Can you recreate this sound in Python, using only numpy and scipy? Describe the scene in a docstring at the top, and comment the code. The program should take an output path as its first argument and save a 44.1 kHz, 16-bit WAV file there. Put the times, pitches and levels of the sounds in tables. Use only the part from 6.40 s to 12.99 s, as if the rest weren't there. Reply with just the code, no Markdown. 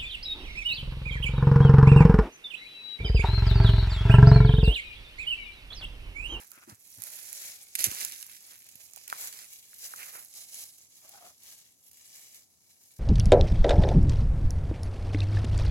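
"""Gathering dry bean stalks

Stalks are gathered by hand a few metres away in an open field: swells of fine, papery crackle.
Close below the phone, slow steps crush leaf litter, snap twigs, pop hollow stems and thud on soft soil.
A sleeve brushes now and then; two microphone ports hear each source with their own lag and colour."""
import sys
import numpy as np
from scipy import signal
from scipy.fft import rfft, irfft, next_fast_len
from scipy.io import wavfile
from scipy.ndimage import uniform_filter1d

SR = 44100
rng = np.random.default_rng(int(sys.argv[2]) if len(sys.argv) > 2 else 0)


def waveform_to_disk(signal):
    """Save audio, clipped to [-1, 1], as 16-bit WAV at the path in sys.argv[1]."""
    frames = np.transpose(np.atleast_2d(signal))
    scaled = np.clip(frames, -1, 1) * 32767
    samples = np.round(scaled).astype(np.int16)
    wavfile.write(sys.argv[1], SR, samples)


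N = 290619
TIME = np.arange(N) / SR


def undb(db):
    """Decibels to gain."""
    return 10 ** (np.asarray(db) / 20)


def unit(x):
    """Scale to rms 1."""
    return x / np.sqrt(np.mean(x ** 2))


def colour(x, points):
    """Minimum-phase filter through (freq_hz, gain_db) points."""
    hz, db = np.transpose(points)
    grid_hz = np.maximum(np.fft.rfftfreq(4096, 1 / SR), 1)
    gain = undb(np.interp(np.log(grid_hz), np.log(hz), db))
    cepstrum = irfft(np.log(gain))
    half = len(cepstrum) // 2
    cepstrum[1:half] *= 2
    cepstrum[half + 1:] = 0
    response = irfft(np.exp(rfft(cepstrum)))
    return signal.fftconvolve(x, np.atleast_2d(response), axes=-1)[:, :x.shape[-1]]


def ports(x, lead_ms):
    """One sound at two ports; the left hears it lead_ms earlier."""
    size = next_fast_len(len(x) + 128)
    phase = np.pi * np.fft.rfftfreq(size, 1 / SR) * lead_ms / 1000
    return irfft(rfft(x, size) * np.exp(1j * np.array([phase, -phase])), size)[:, :len(x)]


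def pan(db):
    """Port gains for a left minus right level."""
    return undb(np.array([[.5], [-.5]]) * db)


def add(out, start_s, sound):
    """Mix in a short stereo sound."""
    start = max(int(start_s * SR), 0)
    out[:, start:start + sound.shape[1]] += sound[:, :N - start]


def wander(step_s, size=N):
    """Random levels step_s apart, joined by straight lines."""
    levels = rng.standard_normal(4096)
    return np.interp(TIME[:size] / step_s, np.arange(len(levels)), levels)


def swell(start_s, hold_s, db, rise_db_per_s, fall_db_per_s):
    """Gain of one movement: reaches its level at start_s, holds, dies away."""
    early_s = np.maximum(start_s - TIME, 0)
    late_s = np.maximum(TIME - start_s - hold_s, 0)
    return undb(np.maximum(db - rise_db_per_s * early_s - fall_db_per_s * late_s, -200))


def together(gains):
    """Unrelated rustles add in power."""
    return np.sqrt(sum(gain ** 2 for gain in gains))


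def scatter(x, t60_s, wet_db):
    """Ground and plants throw back a short tail, unrelated at the two ports."""
    t = TIME[:min(SR // 8, x.shape[1])]
    tail = rng.standard_normal((2, len(t))) * np.exp(-np.log(1000) * t / t60_s)
    tail /= np.sqrt(np.sum(tail ** 2, axis=1, keepdims=True))
    return x + undb(wet_db) * signal.fftconvolve(x, tail, axes=-1)[:, :x.shape[1]]


def shade(x):
    """The phone's body dulls the left port for sounds from below."""
    left = colour(x[:1], [(1500, 0), (4000, 3), (7000, -7.5), (11000, -.5), (15000, -5)])
    return np.vstack([left, x[1:]])


def crackle(rate_per_s, spread_db, clump_db, lead_ms, width_ms, wet_db, families=14):
    """Tiny fractures in clumps; each leaf family has a pitch, and a path that shifts as plants move."""
    ring_s, share_db, path_s = .00025, 2.3, .55
    clumps_db = clump_db * wander(step_s=.012)
    out, t, path_samples = np.zeros((2, N)), TIME[:SR // 40], int(path_s * SR)
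    for hz in np.linspace(900, 15500, families):
        breaks = np.flatnonzero(rng.random(N) < rate_per_s / families / SR)
        size_db = spread_db * np.minimum(rng.exponential(size=N)[breaks], 4.5)
        family_db = share_db * wander(step_s=.07)[breaks]
        polarity = np.sign(rng.random(N)[breaks] - .5)
        clicks = np.zeros((1, N))
        clicks[0, breaks] = undb(size_db + clumps_db[breaks] + family_db) * polarity
        leaf = np.exp(-t / ring_s) * np.cos(2 * np.pi * hz * t)
        leaf[0] += 1  # bare tick of the break
        direct = ports(np.roll(leaf, SR // 2000), lead_ms + width_ms * rng.uniform(-1, 1))
        for start in range(0, N, path_samples):
            path = scatter(direct, t60_s=.035, wet_db=wet_db)
            add(out, start / SR, signal.fftconvolve(clicks[:, start:start + path_samples], path, axes=-1))
    return unit(out)


def knocks(rows, lead_ms):
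    """Heavily damped blows: a few cycles that swell and die."""
    out, t = np.zeros((2, N)), TIME[:SR // 10]
    for start_s, hz, level_db, swell_s in rows:
        envelope = (t / swell_s) ** 2 * np.exp(-1.4 * t / swell_s)
        blow = envelope / envelope.max() * np.sin(2 * np.pi * hz * t)
        add(out, start_s, ports(blow * undb(level_db), lead_ms))
    return out


# open-air spectrum: freq_hz, gain_db
AIR_SPECTRUM = [(25, -27), (45, -25), (70, -0.5), (110, -2), (170, -3), (300, -4), (750, -15), (1100, -23),
                (2000, -40.5), (6000, -17.5), (16000, -26.5)]


def air(level_db=-70):
    """Faint open-air noise, part common to both ports, part separate."""
    common = colour(rng.standard_normal((1, N)), AIR_SPECTRUM)
    separate = colour(rng.standard_normal((2, N)), AIR_SPECTRUM)
    separate = colour(separate, [(100, 6), (400, -1), (1200, 13)])
    return unit(common + separate) * undb(level_db) * pan(3.8)


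def handful(start_s, hold_s, db, rise_db_per_s=149.5):
    """Gain of a pull on the stalks, then of their faint rustle as they spring back."""
    pull = swell(start_s, hold_s, db, rise_db_per_s, fall_db_per_s=139)
    spring_back = swell(start_s, hold_s, db - 13.5, rise_db_per_s, fall_db_per_s=20)
    return np.maximum(pull, spring_back)


# dry stalk spectrum; bending round the phone to the right port: freq_hz, gain_db
STALK_SPECTRUM = [(100, -13.5), (350, -12), (770, -7.5), (1050, -16), (1350, -10.5), (1750, -7.5),
                  (2300, -3.5), (3200, -4), (4000, 0), (5000, 0.5), (7200, 2.5), (8500, -3.5), (12000, -2),
                  (16000, -4.5)]
RIGHT_DIFFRACTION = [(800, 0), (1300, -3), (1850, -5.5), (2400, 2.5), (2850, -3), (3500, -0.5),
                     (4400, -1.5), (5800, 1.5), (6500, 2.5), (7500, -0.5), (16000, 0)]
# handfuls pulled into the bundle: start_s, hold_s, level_db, pan_db, sheen_db
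HANDFULS = [(0, .01, -68, -7, 1), (0.092, 0.14, -64, -5.5, -1.5), (0.45, 0.19, -59.5, -2.5, 3),
            (0.655, 0.32, -50.5, -2, 2.5), (1.011, 0.084, -45, 4.5, 0), (1.142, 0.085, -54.5, 2, -2),
            (1.335, .02, -55.5, 0, -3), (2.035, 0.075, -56, 2.5, 0), (2.264, 0.051, -56.5, 1.5, -5),
            (2.412, 0.029, -54, -2.5, 1), (2.568, 0.081, -55, -3, -1.5), (2.811, 0.04, -42, 3, 1.5),
            (3.123, 0.027, -52, 2, 1.5), (3.292, .05, -57, 1, 0), (3.433, 0.033, -46.5, 3, 2.5),
            (3.592, 0.21, -53, -0.5, 3.5), (3.977, 0.035, -48, 0, -1.5), (4.174, 0.043, -45, 1.5, 1.5),
            (4.433, 0.11, -65, -1, -10), (4.59, 0.16, -58, 3, -1), (4.839, 0.037, -55.5, 3.5, 1),
            (5.086, 0.03, -51.5, 4, 0.5), (5.176, 0.05, -58.5, 4.5, -2), (5.46, 0.015, -66, 3, 5.5),
            (5.586, 0.13, -57.5, 4, -2), (5.75, 0.22, -54.5, 3, -0.5), (6.29, 0.026, -63, 3, 0.5),
            (6.435, 0.16, -62.5, 4, 2.5)]


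def stalks(sheen_hz=8900):
    """Harder pulls break more leaves; leafy handfuls shine, single pods tick above the rustle."""
    stem_gain = together(handful(start_s, hold_s, db) * pan(pan_db)
                         for start_s, hold_s, db, pan_db, _ in HANDFULS)
    blade_gain = together(handful(start_s, hold_s, db + sheen_db) * pan(pan_db)
                          for start_s, hold_s, db, pan_db, sheen_db in HANDFULS)
    pull_db = 20 * np.log10(stem_gain.mean(axis=0))
    rate_per_s = 7500 * undb(.44 * (pull_db + 53.5))
    leaves = crackle(rate_per_s, spread_db=3, clump_db=1.8, lead_ms=.135, width_ms=.034, wet_db=1)
    leaves = unit(leaves / np.sqrt(rate_per_s))  # rate sets density only
    pods = crackle(rate_per_s=70, spread_db=1, clump_db=1, lead_ms=.135, width_ms=.044, wet_db=11)
    left, right = colour(leaves + undb(-14.5) * pods, STALK_SPECTRUM)
    rustle = unit(np.vstack([left, colour(right[None], RIGHT_DIFFRACTION)]))
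    stems = signal.sosfiltfilt(signal.butter(3, sheen_hz, fs=SR, output="sos"), rustle)
    blades = rustle - stems
    return (stems * stem_gain + blades * blade_gain) * undb(1)


# reflection against direct sound: time_s, level_db
REFLECTION = [(2.5, -18), (3.0, -8.5), (6.5, -8.5)]


def bounce(x, lags_s=(.00178, .001)):
    """A near reflection ripples the timbre; it grows as the phone turns towards the bundle."""
    echo = np.array([np.roll(port, round(lag_s * SR)) for port, lag_s in zip(x, lags_s)])
    gain = undb(np.interp(TIME, *np.transpose(REFLECTION)))
    return (x + gain * echo) / np.hypot(1, gain)


def underfoot_grains():
    """Dense, even crackle under a shoe; it reaches the lower, right port first."""
    return crackle(rate_per_s=4000, spread_db=3, clump_db=.4, lead_ms=-.47, width_ms=.017, wet_db=-5)


# spectra of crisp leaves and the damp layer beneath: freq_hz, gain_db
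CRISP_SPECTRUM = [(80, -13), (250, -9.5), (700, -14.5), (1000, -14), (1400, -5.5), (2100, -2.5), (3500, -3),
                  (5800, 3.5), (7200, 3), (8500, -1.5), (12000, -1.5), (16000, -2.5)]
DAMP_SPECTRUM = [(80, -15), (300, -8.5), (650, 1.5), (1300, 3.5), (2500, -2.5), (5000, -39)]
# shoe bearing down on litter: start_s, hold_s, crisp_db, damp_db
TREADS = [(0, 0.026, -54, -59.5), (0.295, 0.0083, -53, -55.5), (0.603, 0.54, -53.5, -66.5),
          (1.392, 0.036, -33.5, -58.5), (1.439, 0.015, -30.5, -55), (1.506, 0.017, -39.5, -50),
          (1.546, 0.04, -39, -57), (1.598, 0.04, -34, -52), (1.679, 0.16, -47.5, -71),
          (1.896, 0.072, -50, -91), (2.109, 0.021, -49.5, -63.5), (2.69, 0.077, -49, -55),
          (2.797, 0.079, -61, -55), (2.932, .1, -48.5, -60), (3.437, 0.17, -59, -63),
          (3.582, 0.11, -51, -57), (3.742, 0.041, -71, -53.5)]


def litter():
    """A shoe crushes crisp leaves and presses the damp layer beneath."""
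    slopes = dict(rise_db_per_s=689, fall_db_per_s=278)
    crisp = crackle(rate_per_s=4000, spread_db=3, clump_db=1.9, lead_ms=-.444, width_ms=.062, wet_db=-6.5)
    crisp = unit(colour(crisp, CRISP_SPECTRUM))
    damp = unit(colour(underfoot_grains(), DAMP_SPECTRUM))
    crisp_gain = together(swell(start_s, hold_s, db, **slopes) for start_s, hold_s, db, _ in TREADS)
    damp_gain = together(swell(start_s, hold_s, db, **slopes) for start_s, hold_s, _, db in TREADS)
    return shade(crisp * crisp_gain + damp * damp_gain)


# dry fracture spectrum, leaves and twigs alike: freq_hz, gain_db
FRACTURE_SPECTRUM = [(300, -18), (1500, -12.5), (3500, -12.5), (6500, 3), (8500, -2), (12000, -0.5),
                     (16000, 1)]
# weight shifts on trodden leaves: start_s, hold_s, level_db
WEIGHT_SHIFTS = [(0, 0.057, -60), (0.634, 0.26, -50.5), (1.655, 0.28, -52.5), (3.38, 0.42, -53.5)]


def settling():
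    """Trodden leaves give lone, crisp ticks as the weight shifts."""
    splits = crackle(rate_per_s=150, spread_db=-2, clump_db=-1, lead_ms=-.462, width_ms=.0081, wet_db=-2.5)
    weight = together(swell(*row, rise_db_per_s=62, fall_db_per_s=24) for row in WEIGHT_SHIFTS)
    return shade(unit(colour(splits, FRACTURE_SPECTRUM))) * weight * pan(3.8)


# brittle leaves splitting: start_s, pitch_hz, level_db
LEAF_TICKS = [(.0125, 8500, -40), (.2705, 10000, -45), (.533, 10000, -36), (.5605, 10500, -38),
              (.5843, 9600, -31.5), (.6575, 11000, -27), (.6604, 11100, -25), (.663, 11500, -24),
              (.7025, 11800, -21), (.7688, 10500, -31), (.8147, 10400, -29), (.8415, 10700, -26),
              (.8712, 11400, -24), (.8965, 11500, -25), (1.6955, 11800, -20), (1.7438, 10000, -32),
              (1.773, 10800, -29.5), (1.7925, 11000, -31), (2.006, 8000, -34), (2.0465, 10500, -30),
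              (2.4355, 11000, -35), (2.506, 10500, -42), (2.5106, 10000, -30), (2.638, 11500, -27),
              (2.8845, 11000, -30), (3.072, 8000, -38), (3.5275, 11000, -32), (3.6805, 10500, -30),
              (3.7058, 10500, -33), (3.8428, 10500, -38)]


def leaf_ticks(swell_s=.00005):
    """A brittle leaf splits in a fraction of a millisecond, close below the right port."""
    splits = knocks([(*row, swell_s) for row in LEAF_TICKS], lead_ms=-.44)
    return scatter(splits * pan(-13), t60_s=.012, wet_db=-1)


# twigs and pods breaking: start_s, level_db, t60_s, woody_db, pan_db, treble_db
TWIG_SNAPS = [(.1172, -31.5, 0.0053, -23, -10, 3.5), (0.6206, -31, .009, -33, -14, -1),
              (0.6372, -27.5, .011, -44, -12.5, 0), (0.9296, -27, .007, -17, -6, -2),
              (1.3531, -16, .02, -9.5, 0, -6.5), (1.358, -24, .022, -16, 2, -9),
              (1.386, -28, .05, -14, -4, -7), (1.3895, -23, .05, -16, -2, -8),
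              (1.4414, -10, .014, -15, -4, -12), (1.4448, -18.5, 0.013, -24, -6, -8),
              (1.4479, -17, .02, -20, -3, -14), (1.4526, -21, .05, -12, -6, -8),
              (1.514, -20, .014, -17, -1, 1.5), (1.5488, -24, .007, -22, 0, 2),
              (1.6488, -15.5, .007, -34, -5, -1), (1.7216, -27, .007, -27, -5, 0),
              (1.8272, -28.5, .01, 0, -2, -3), (2.2207, -42.5, .012, -5, 1, -3),
              (2.2885, -38.5, 0.058, -16, -2, -1), (2.356, -37.5, .013, -17, -5, -4.5),
              (2.535, -34, .008, -35, -11, -3), (2.5611, -30.5, .009, -29, -15, 7),
              (2.577, -37.5, .02, -22, -5, -4), (2.6776, -31.5, .014, -9, 3, -2),
              (2.6798, -28.5, .007, -23, -8, 2), (2.7, -25.5, .007, 17, 6, 2),
              (2.8734, -31.5, .01, -29, -12, -1), (2.927, -33, .011, 6, -3, -2),
              (3.561, -32, .04, -30, 3, 0), (3.939, -37, .02, -26, 2, -4), (4.1437, -31, 0.018, -21, 6, -3),
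              (4.154, -33.5, .011, -23, 2, 0), (4.2385, -32, 0.011, -36, -3, -1),
              (4.382, -43.5, .02, -42, -4, -2), (4.6918, -35.5, .02, -36, 4, 0),
              (5.034, -40, .019, -47, 0, -1), (5.465, -50, .014, -31, 7, -8),
              (5.5135, -42, 0.029, -38, -1, 0), (5.5315, -44, .03, -35, 3, 0),
              (5.5435, -48, .016, -35, 4, 0), (5.571, -47, 0.11, -22, 4, -7), (5.754, -41, .03, -20, 7, -3),
              (5.945, -39, 0.033, -22, 5, -5), (6.538, -50, 0.037, -29, 4, -4)]


def twig_snaps(fibre_step_s=.00069, fibre_spread_db=2):
    """A sharp crack, then a quickly dying run of fibres giving way one after another."""
    out, t = np.zeros((2, N)), TIME[:SR // 12]
    for start_s, level_db, t60_s, woody_db, pan_db, treble_db in TWIG_SNAPS:
        jerks = undb(fibre_spread_db * wander(fibre_step_s, size=len(t)))
        tear = .25 * np.exp(-t / .0004) + jerks * np.exp(-np.log(1000) * t / t60_s)
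        direct = ports(rng.standard_normal(len(t)) * tear, lead_ms=-.426)
        fibres = direct + .5 * rng.standard_normal((2, len(t))) * tear
        bright = colour(fibres, FRACTURE_SPECTRUM)
        woody = colour(fibres, [(500, -44), (1500, 4), (2400, 7.5), (4000, 7), (8000, 1.5)])
        crack = colour(bright + undb(woody_db + 5.5) * woody, [(12000, 0), (14500, treble_db)])
        whole_to_attack = np.sqrt(np.mean(tear ** 2) / np.mean(tear[:SR // 500] ** 2))
        add(out, start_s, unit(crack) * whole_to_attack * undb(level_db - 8) * pan(pan_db))
    return scatter(out, t60_s=.05, wet_db=-14)


# sleeve brushing: start_s, hold_s, level_db, pitch_hz
SLEEVE_STROKES = [(0.12, 0.046, -62, 1410), (0.177, 0.011, -57, 1360), (0.227, 0.011, -57, 1420),
                  (4.635, 0.08, -69, 715), (4.648, .004, -64, 630), (4.74, 0.015, -59.5, 770),
                  (4.778, 0.01, -56, 790), (4.822, 0.057, -57, 720), (4.897, 0.021, -67, 730)]


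def sleeve(slips_per_s=800):
    """Cloth catches and slips: a dull, grainy scuff, each stroke with its own pitch."""
    slips = rng.standard_normal(N) * (rng.random(N) < slips_per_s / SR)
    fuzz = ports(slips, lead_ms=.16) + .14 * rng.standard_normal((2, N))
    out = np.zeros((2, N))
    for start_s, hold_s, db, hz in SLEEVE_STROKES:
        rasp = [(120, -20), (240, -14), (.66 * hz, -14), (hz, 3), (1.24 * hz, -9),
                (2 * hz, -5), (2 * hz, -14), (4000, -18), (10000, -28)]
        stroke = swell(start_s, hold_s, db, rise_db_per_s=798, fall_db_per_s=796)
        out += unit(colour(fuzz, rasp)) * stroke
    return out * undb(.5) * pan(3.4)


# shoes landing on soil: start_s, pitch_hz, level_db, swell_s
SOIL_THUDS = [(.174, 297, -57, 0.0023), (.273, 342, -48.5, 0.0055), (.292, 216, -53, 0.0059),
              (.317, 109, -47.5, 0.0065), (.574, 111, -51.5, 0.0088), (1.47, 219, -34, 0.0009),
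              (1.477, 110, -34, 0.0029), (1.515, 275, -46, 0.0019), (2.352, 128, -57, 0.0027)]


def soil_thuds():
    """Soft soil thuds under a step; crumbling earth roughens each thud."""
    thuds = knocks(SOIL_THUDS, lead_ms=-.45)
    load = uniform_filter1d(np.abs(thuds[1]), SR // 80)
    noise = ports(rng.standard_normal(N), lead_ms=-.44)
    crumbs = colour(noise, [(60, -27), (130, -7), (240, -5), (500, -21), (1200, -18), (4000, -34)])
    return thuds + undb(-1.5) * load * unit(crumbs)


# hollow stems bursting: start_s, pitch_hz, level_db, swell_s
STEM_POPS = [(2.572, 850, -37.5, 0.0006), (2.7268, 1190, -17, 0.0005), (3.332, 1500, -42, 0.00028),
             (3.5374, 1230, -28, 0.00055)]


def stem_pops():
    """Hollow stems pop under the weight of a step."""
    pops = knocks(STEM_POPS, lead_ms=-.47)
    pops = colour(pops, [(60, -9.5), (300, -6), (800, -2), (1500, .5), (3000, -1)])
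    return scatter(pops, t60_s=.083, wet_db=-17)


# scraping stem spectrum: freq_hz, gain_db
DRAG_SPECTRUM = [(300, -25), (1200, 0.5), (2000, 4), (2700, 7.5), (3400, -7), (6000, -27), (14000, -23)]
# stem against a shoe: start_s, hold_s, level_db
STEM_DRAGS = [(3.601, 0.027, -47)]


def stem_drag():
    """A stem scrapes briefly along the edge of a shoe."""
    gain = together(swell(*row, rise_db_per_s=750, fall_db_per_s=378) for row in STEM_DRAGS)
    return shade(unit(colour(underfoot_grains(), DRAG_SPECTRUM)) * gain)


def scene():
    """Open air and stalks further off; steps and sleeve close by."""
    distant = air() + bounce(stalks())
    close = litter() + settling() + leaf_ticks() + twig_snaps() + sleeve()
    return distant + close + soil_thuds() + stem_pops() + stem_drag()


# right port response, rippled by the phone's body: freq_hz, gain_db
RIGHT_PORT_RESPONSE = [(100, -0.5), (400, 0), (700, 2), (1150, -0.5), (1700, 1.5), (2400, 2.5), (3000, 1),
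                       (4200, -1), (5600, 1), (7000, 2), (9000, 4.5), (10200, 7), (11300, 11), (13000, 3.5),
                       (15000, -1)]


def record(dry):
    """The right port rings in the high treble; rumble and the very top are cut."""
    low_cut_hz, high_cut_hz = 62, 15900
    heard = np.vstack([dry[:1], colour(dry[1:], RIGHT_PORT_RESPONSE)])
    heard = signal.sosfilt(signal.butter(4, low_cut_hz, "high", fs=SR, output="sos"), heard)
    return signal.sosfilt(signal.ellip(10, .2, 70, high_cut_hz, fs=SR, output="sos"), heard)


dry = scene()
out = record(dry)
waveform_to_disk(out)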